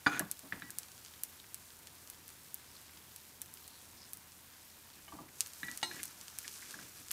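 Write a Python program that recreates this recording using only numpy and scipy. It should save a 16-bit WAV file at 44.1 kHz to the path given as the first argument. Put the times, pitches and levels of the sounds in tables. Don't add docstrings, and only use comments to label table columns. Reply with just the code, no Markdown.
import sys
import numpy as np
from scipy import signal
from scipy.fft import rfft, irfft, next_fast_len
from scipy.io import wavfile
from scipy.ndimage import uniform_filter1d

SR = 44100
rng = np.random.default_rng(int(sys.argv[2]) if len(sys.argv) > 2 else 0)


def to_wav(sig):
    pcm = np.clip(np.atleast_2d(sig), -1, 1) * 32767
    pcm = np.round(pcm).astype(np.int16)
    wavfile.write(sys.argv[1], SR, pcm.T)


N = 314076
T = np.arange(N) / SR
AGE = T[:SR // 2]
TOP_HZ = 15500
LOW_PASS = signal.ellip(8, .2, 70, TOP_HZ, fs=SR, output="sos")

# (time [s], length [s], level [dB])
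BLADE_STROKES = [(4.73, 0.08, -65), (4.95, 0.068, -60), (5.85, 0.2, -55), (6.43, 0.11, -59),
                 (6.615, 0.16, -59), (6.762, 0.12, -56.5), (6.984, 0.043, -57)]


def undb(db):
    return 10 ** (np.asarray(db) / 20)


def level(x, db):
    return x * undb(db) / np.sqrt(np.mean(x ** 2))


def peak_level(x, db):
    return x * undb(db) / np.sqrt(uniform_filter1d(x ** 2, size=88, mode="constant").max())


def band(x, hz, width_hz):
    w = 2 * np.pi * min(hz, TOP_HZ) / SR
    a = np.sin(w) * width_hz / (2 * hz)
    return signal.lfilter([a, 0, -a], [1 + a, -2 * np.cos(w), 1 - a], x + 1e-18)


def steep_band(x, hz, width_hz):
    return band(band(x, hz, width_hz), hz, width_hz)


def colour(x, spectrum):
    hz, db = np.transpose(spectrum)
    n = next_fast_len(len(x))
    bins_hz = np.maximum(np.fft.rfftfreq(n, 1 / SR), 1)
    gain = undb(np.interp(np.log(bins_hz), np.log(hz), db))
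    return irfft(rfft(x, n) * gain, n)[:len(x)]


def walk(rate):
    hold = max(int(SR / rate), 1)
    steps = np.repeat(rng.standard_normal(N // hold + 1), hold)
    return level(uniform_filter1d(steps, hold)[:N], 0)


def fade(t60):
    return np.exp(-np.log(1000) * AGE / t60)


def arch(age, length):
    return np.sin(np.pi * np.clip(age / length, 0, 1))


def burst(t60):
    return rng.standard_normal(len(AGE)) * fade(t60)


def ring(modes, waver):
    clock = AGE + waver * np.cumsum(walk(90)[:len(AGE)]) / SR
    return sum(undb(db) * fade(t60) * np.sin(2 * np.pi * (hz * clock + rng.random()))
               for hz, t60, db in modes)


def add(out, s, x):
    i = max(int(s * SR), 0)
    out[i:i + len(x)] += x[:N - i]


def grains(rate, spread_db, size=N):
    at = rng.integers(0, size, int(rate * size / SR))
    polarity = rng.choice([-1, 1], len(at))
    out = np.zeros(size)
    out[at] = polarity * undb(spread_db * np.minimum(rng.exponential(size=len(at)), 5))
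    return out


def fizz(spectrum, rate, spread_db, flicker_db):
    bubbles = sum(level(band(grains(rate, spread_db), hz, .8 * hz), flicker_db * walk(14)) * np.sqrt(hz)
                  for hz in np.geomspace(700, 14000, num=8))
    return level(colour(bubbles, spectrum), 0)


def sizzle():
    # (frequency [Hz], gain [dB])
    oil_eq = [(290, -31.5), (500, 0.5), (569, -1), (611, 0.5), (748, -3.5), (914, 2.5), (1090, 1.5),
              (1620, 2), (1750, 0.5), (3430, -1), (4700, -1), (14600, -1), (15500, -4.5)]
    start_db, sag_db_per_s, wander_db = -57, .28, .25
    oil_db = start_db - sag_db_per_s * T + wander_db * walk(3.32)
    return fizz(oil_eq, rate=1800, spread_db=1.5, flicker_db=1.0) * undb(oil_db)


def stove():
    # (frequency [Hz], gain [dB])
    rush_eq = [(15, -49), (25, -12), (54, -8.5), (76, -7.5), (102, -3), (297, -7.5), (350, -8.5),
               (687, -17), (752, -8), (810, -21.5), (900, -11), (1170, -23.5), (1980, -120)]
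    rush = level(colour(rng.standard_normal(N), rush_eq), -66.5) * undb(.81 * walk(6))
    hum_hz = 80.7 + 1.3 * walk(10)
    hum = np.sin(2 * np.pi * np.cumsum(hum_hz) / SR)
    return rush + level(hum, -73.5)


def crackle():
    low = undb(-35) * band(grains(9, 1.6), 1500, 1400)
    middle = undb(-34.5) * band(grains(18, 1.7), 4300, 2800)
    high = undb(-36) * band(grains(12, 1.9), 9500, 8000)
    pips = undb(-27) * (band(grains(3, 1.3), 3500, 350) + band(grains(3, 1.3), 5200, 400))
    return low + middle + high + pips


def clack(db, hz, contact_ms):
    push = AGE / (contact_ms / 1000)
    contact = push ** 2 * np.exp(-push) * np.sin(2 * np.pi * hz * AGE)
    rattle = steep_band(burst(.065), hz, .8 * hz)
    return peak_level(contact, db) + peak_level(rattle, db - 11)


def shove():
    # (time [s], level [dB], pitch [Hz], contact time [ms])
    bangs = [(0.0623, -28, 1800, 0.51), (0.0673, -21, 1446, 0.96), (0.197, -40.5, 700, 1.3),
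             (0.2035, -38.5, 290, 2.5), (0.225, -43, 170, 4), (0.25, -45, 200, 4),
             (0.2084, -41.5, 620, 1.35), (0.2196, -42, 1130, 1.4)]
    # (time [s], level [dB])
    blows = [(.0626, -28.5), (.0663, -23), (.0741, -29.5)]
    # (frequency [Hz], t60 [s], level [dB])
    grate_modes = [(140, .14, -19), (183, .17, -14), (295, .17, -17), (412, .13, -18), (715, .09, -19),
                   (810, .11, -16), (948, .07, -17), (1209, .085, -7), (1358, .045, -8), (1447, .06, -3),
                   (1870, .05, -9), (2319, .075, -12), (2440, .065, -16), (3520, .07, -20),
                   (4551, .03, -15), (4900, .05, -19), (6540, .07, -29), (6980, .07, -30)]
    # (frequency [Hz], gain [dB])
    grind_eq = [(59, -42.5), (100, -16), (278, -6.5), (514, -17.5), (882, -15.5), (1460, -10.5),
                (2140, -12.5), (2400, -16), (2700, -23), (3530, -18.5), (4120, -23.5), (5720, -29),
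                (6540, -20), (7780, -33), (10000, -29), (13000, -47), (22000, -120)]
    out = np.zeros(N)
    for s, db, hz, contact_ms in bangs:
        add(out, s, clack(db, hz, contact_ms))
    for s, db in blows:
        crash = colour(burst(.08), grind_eq)
        clang = ring(grate_modes, waver=.007) * (1 - fade(.002))
        add(out, s, peak_level(clang, db) + peak_level(crash, db - 12))
    return out + skid(grind_eq)


def skid(grind_eq):
    # (time [s], level [dB], squeal pitch [Hz])
    course = [(.075, -60, 1400), (.098, -44, 1420), (.111, -50, 1340), (.125, -42, 1360), (.15, -41, 1465),
              (.178, -42, 1495), (.195, -50, 1530), (.212, -60, 1470)]
    times, levels, pitches = np.transpose(course)
    outside_s = abs(T - np.clip(T, times[0], times[-1]))
    envelope = undb(np.interp(T, times, levels) - 2000 * outside_s)
    hz = np.interp(T, times, pitches) * (1 + .0242 * walk(252))
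    phase = 2 * np.pi * np.cumsum(hz) / SR
    whistle = level(band(rng.standard_normal(N), 2420, 130), -11)
    squeal = np.sin(phase) + whistle + undb(-26) * np.sin(5.8 * phase)
    scrape = colour(grains(3300, 2.2), grind_eq)
    roughness = undb(2 * walk(160))
    return envelope * (level(squeal * roughness, -.84) + level(scrape, -1.8))


def small_pops(per_s=3, db_range=(-60, -52), hz_range=(3200, 11000), snap_db=-6):
    chance = rng.random((int(per_s * N / SR), 3))
    return [(when * N / SR, np.interp(size, (0, 1), db_range), np.interp(pitch, (0, 1), hz_range),
             snap_db) for when, size, pitch in chance]


def pops():
    # (time [s], level [dB], pitch [Hz], snap against the level [dB])
    droplets = [(0.1946, -25.5, 10500, -21), (0.3142, -29, 10500, -22), (0.393, -43.5, 9300, -12),
                (.7053, -39, 10000, -17), (.7858, -30, 10000, -18), (.8325, -46.5, 6560, -9),
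                (.9178, -48.5, 6240, -10), (.9792, -50.5, 6300, -6), (1.0491, -48, 6240, -4),
                (1.062, -49, 4830, -8), (1.138, -53.5, 3280, -1), (1.2355, -28.5, 11500, -21),
                (1.443, -55, 1800, -6), (1.5445, -36, 10100, -17.5), (1.8717, -47, 6040, -2),
                (2.075, -50, 6500, -10), (2.1005, -40, 10430, -16), (2.146, -57, 4500, -2),
                (2.2802, -45.5, 12300, -18), (2.2908, -49, 8000, -8), (2.3032, -52, 9800, -4),
                (2.5435, -33, 13300, -28), (2.895, -54, 1800, -6), (2.9726, -55, 4400, -0.5),
                (3.162, -43, 10100, -12.5), (3.4176, -35, 10500, -15.5), (3.5396, -43, 11400, -16),
                (3.573, -50, 4240, -10), (3.643, -56, 4890, -4), (3.6788, -45.5, 9800, -11),
                (4.1335, -36, 11400, -17), (4.172, -48, 11300, -14), (5.407, -23.5, 7240, -15),
                (5.4621, -43, 6130, -7), (5.472, -44, 11000, -14), (5.535, -45, 7360, -12),
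                (5.7146, -40.5, 7600, -14), (5.7753, -36, 9350, -14), (5.8166, -49, 3900, -9),
                (6.0319, -35, 9600, -8), (6.0368, -38, 10100, -12), (6.0554, -38.5, 10600, -17),
                (6.2126, -44.5, 6400, -12), (6.282, -43.5, 5100, -7), (6.3871, -33, 9700, -13.5),
                (6.4792, -38, 6030, -5), (6.54, -46, 7000, -12), (6.7089, -43.5, 7900, -7),
                (7.0846, -45, 6460, -10), (7.1089, -37.5, 4480, -3.5), (7.114, -30, 10900, -11.5)]
    snap_hz, spray_per_snap = 2600, .36
    out, kick = np.zeros(N), signal.unit_impulse(256)
    snap = steep_band(kick, snap_hz, 1.5 * snap_hz)
    for s, db, hz, snap_db in droplets + small_pops():
        click = signal.sosfilt(LOW_PASS, steep_band(kick, hz, 1.24 * hz))
        spray = band(burst(.07), .85 * hz, 1.3 * hz)
        add(out, s - .0001, peak_level(click, db))
        add(out, s + .0005, peak_level(snap, db + snap_db))
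        add(out, s, peak_level(spray, db - 7 + spray_per_snap * snap_db))
    return out


def thud(db):
    # (frequency [Hz], gain [dB])
    thud_eq = [(25, -12), (60, -9), (130, 0), (200, 2.5), (300, .5), (480, -14), (700, -10), (1000, -9.5),
               (1300, -16), (3000, -44)]
    attack = (1 - fade(.015)) ** 2
    return peak_level(colour(burst(.3), thud_eq) * attack, db)


def knock(db, hz, ring_db, free_s):
    # (frequency [Hz], t60 [s], level [dB])
    knock_modes = [(1346, .15, -10), (1940, .7, 0), (2350, .06, -3), (3004, .2, -15), (3600, .04, 1),
                   (3950, .05, 1)]
    softness = 1800 / hz
    contact_ms = .52 * softness ** 2.5
    thud_db = db - 14 + 16.5 * np.log2(softness)
    damping = np.exp(-np.maximum(AGE - free_s, 0) / .008)
    tone = ring(knock_modes, waver=.002) * damping
    return clack(db, hz, contact_ms) + thud(thud_db) + undb(ring_db) * tone


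def rocking():
    # (time [s], level [dB], pitch [Hz], rebound time [s],
    # rebound against the level [dB], first ring [dB], rebound ring [dB])
    rocks = [(.1974, -31.5, 1700, .2109, -16, -58, -66), (.43, -66, 640, .446, -3, -80, -80),
             (.5236, -31, 1800, .6209, -7, -61, -56), (5.6312, -35, 1800, 5.6837, -4, -47.5, -51.5),
             (5.9124, -40.5, 1780, 5.9651, -8, -56, -64), (6.7414, -43, 1620, 6.789, -3, -66, -68)]
    settle_db, gap_share, pitch_share = -13, .773, .975
    out = np.zeros(N)
    for s, db, hz, rebound_s, rebound_db, first_ring_db, rebound_ring_db in rocks:
        gap = rebound_s - s
        bounces = ((0, first_ring_db), (rebound_db, rebound_ring_db),
                   (rebound_db + settle_db, rebound_ring_db + 2 * settle_db))
        for weaker_db, ring_db in bounces:
            add(out, s, knock(db + weaker_db, hz, ring_db, gap))
            s, gap, hz = s + gap, gap * gap_share, hz * pitch_share
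    return out


def spits():
    # (time [s], relative level [dB], pitch [Hz], length [s])
    jets = [(1.388, -58, 3600, 0.016), (2.758, -67, 4400, 0.016), (3.552, -71, 4050, 0.33),
            (3.97, -65.5, 5170, 0.11), (4.928, -66, 4150, 0.023)]
    out = np.zeros(N)
    for s, db, hz, length in jets:
        jet = band(grains(250, .49, size=len(AGE)), hz, 600)
        add(out, s, level(jet, db + 6) * arch(AGE, length))
    return out


def spatula_scrape():
    # (time [s], level [dB])
    catches = [(5.279, -58), (5.988, -44), (6.441, -47), (6.619, -49)]
    slips = grains(1500, 1.2)
    rub = band(slips, 1660, 500) + band(slips, 2270, 220) + undb(6.5) * band(slips, 204, 190)
    out = level(rub, -2.9) * sum(undb(db) * arch(T - s, length) for s, length, db in BLADE_STROKES)
    for s, db in catches:
        judder = steep_band(rng.standard_normal(len(AGE)), 1950, 950)
        add(out, s, peak_level(judder * arch(AGE, .018), db))
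    return out


def spatula_taps():
    # (time [s], level [dB], pitch [Hz], thud against the level [dB])
    taps = [(5.0798, -50, 2450, -20), (5.1223, -46, 1050, -3), (5.1877, -46, 1050, -4)]
    # (frequency [Hz], t60 [s], level [dB])
    spatula_modes = [(680, .11, -3), (820, .08, -3), (985, .05, -6), (1130, .06, -4), (1180, .07, 0),
                     (1600, .05, -10), (1900, .04, -12), (2230, .05, -9), (3025, .08, -10)]
    out = np.zeros(N)
    for s, db, hz, thud_db in taps:
        tap = band(ring(spatula_modes, waver=.007), hz, .56 * hz)
        add(out, s, peak_level(tap, db))
        add(out, s + .00806, thud(db + thud_db))
    return out


def sear():
    # (frequency [Hz], gain [dB])
    sear_eq = [(880, -9.5), (1500, -3), (1650, -4), (2070, -9), (2240, -5.5), (2860, -8), (6010, -2),
               (14200, -7), (15500, -31)]
    start_s, attack_s, hold_s, fade_db_per_s = 5.3, .13, 1.29, 6.5
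    age = T - start_s
    cooling_db = fade_db_per_s * np.maximum(age - attack_s - hold_s, 0)
    flare_db = 2.3 * sum(arch(T - s, length) for s, length, _ in BLADE_STROKES)
    surge_db = 1.3 * walk(22)
    swell = np.clip(age / attack_s, 0, 1) * undb(-55.5 - cooling_db + flare_db + surge_db)
    return fizz(sear_eq, rate=2000, spread_db=4.0, flicker_db=1.5) * swell


def spatula_clink(at_s=5.829):
    # (frequency [Hz], gain [dB])
    clash_eq = [(300, -20), (820, -9), (1150, -18), (1900, -8), (2600, -13), (3850, -3), (5800, -13),
                (8000, -10), (9300, -14), (10500, -22), (14000, -27)]
    # (frequency [Hz], t60 [s], level [dB])
    pan_modes = [(361, .45, -20), (745, .06, -3), (822, .06, 1), (897, .06, 0), (1028, .3, -16),
                 (1355, .09, -5), (1925, .08, 0), (2226, .07, -2), (2875, .07, 2), (3828, .24, -6.5),
                 (4167, .36, -4.5), (4850, .07, -9), (5340, .48, -16), (6245, .3, -17), (8163, .12, -4.5)]
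    clash = peak_level(colour(burst(.077), clash_eq), -33)
    tone = undb(-35.5) * ring(pan_modes, waver=.0012)
    out = np.zeros(N)
    add(out, at_s, clash + tone + thud(-52))
    return out


def kitchen(x, near_db, near_t60, far_db, far_t60):
    scatter = undb(near_db) * burst(near_t60) / np.sqrt(near_t60)
    tail = undb(far_db) * burst(far_t60) / np.sqrt(far_t60)
    response = (scatter + tail) * np.sqrt(2 * np.log(1000) / SR)
    response[0] = 1
    return signal.fftconvolve(x, response)[:N]


def scene():
    spatter = pops() + crackle() + spits()
    spatter = kitchen(spatter, near_db=-16, near_t60=.04, far_db=-24, far_t60=.4)
    metal = rocking() + shove() + spatula_taps() + spatula_scrape() + spatula_clink()
    metal = kitchen(metal, near_db=-12.5, near_t60=.06, far_db=-13, far_t60=.43)
    return (spatter + metal + sizzle() + sear() + stove())[None]


def record(dry):
    low_cut = signal.butter(2, 30, "highpass", fs=SR, output="sos")
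    return signal.sosfilt(LOW_PASS, signal.sosfilt(low_cut, dry))


dry = scene()
out = record(dry)
to_wav(out)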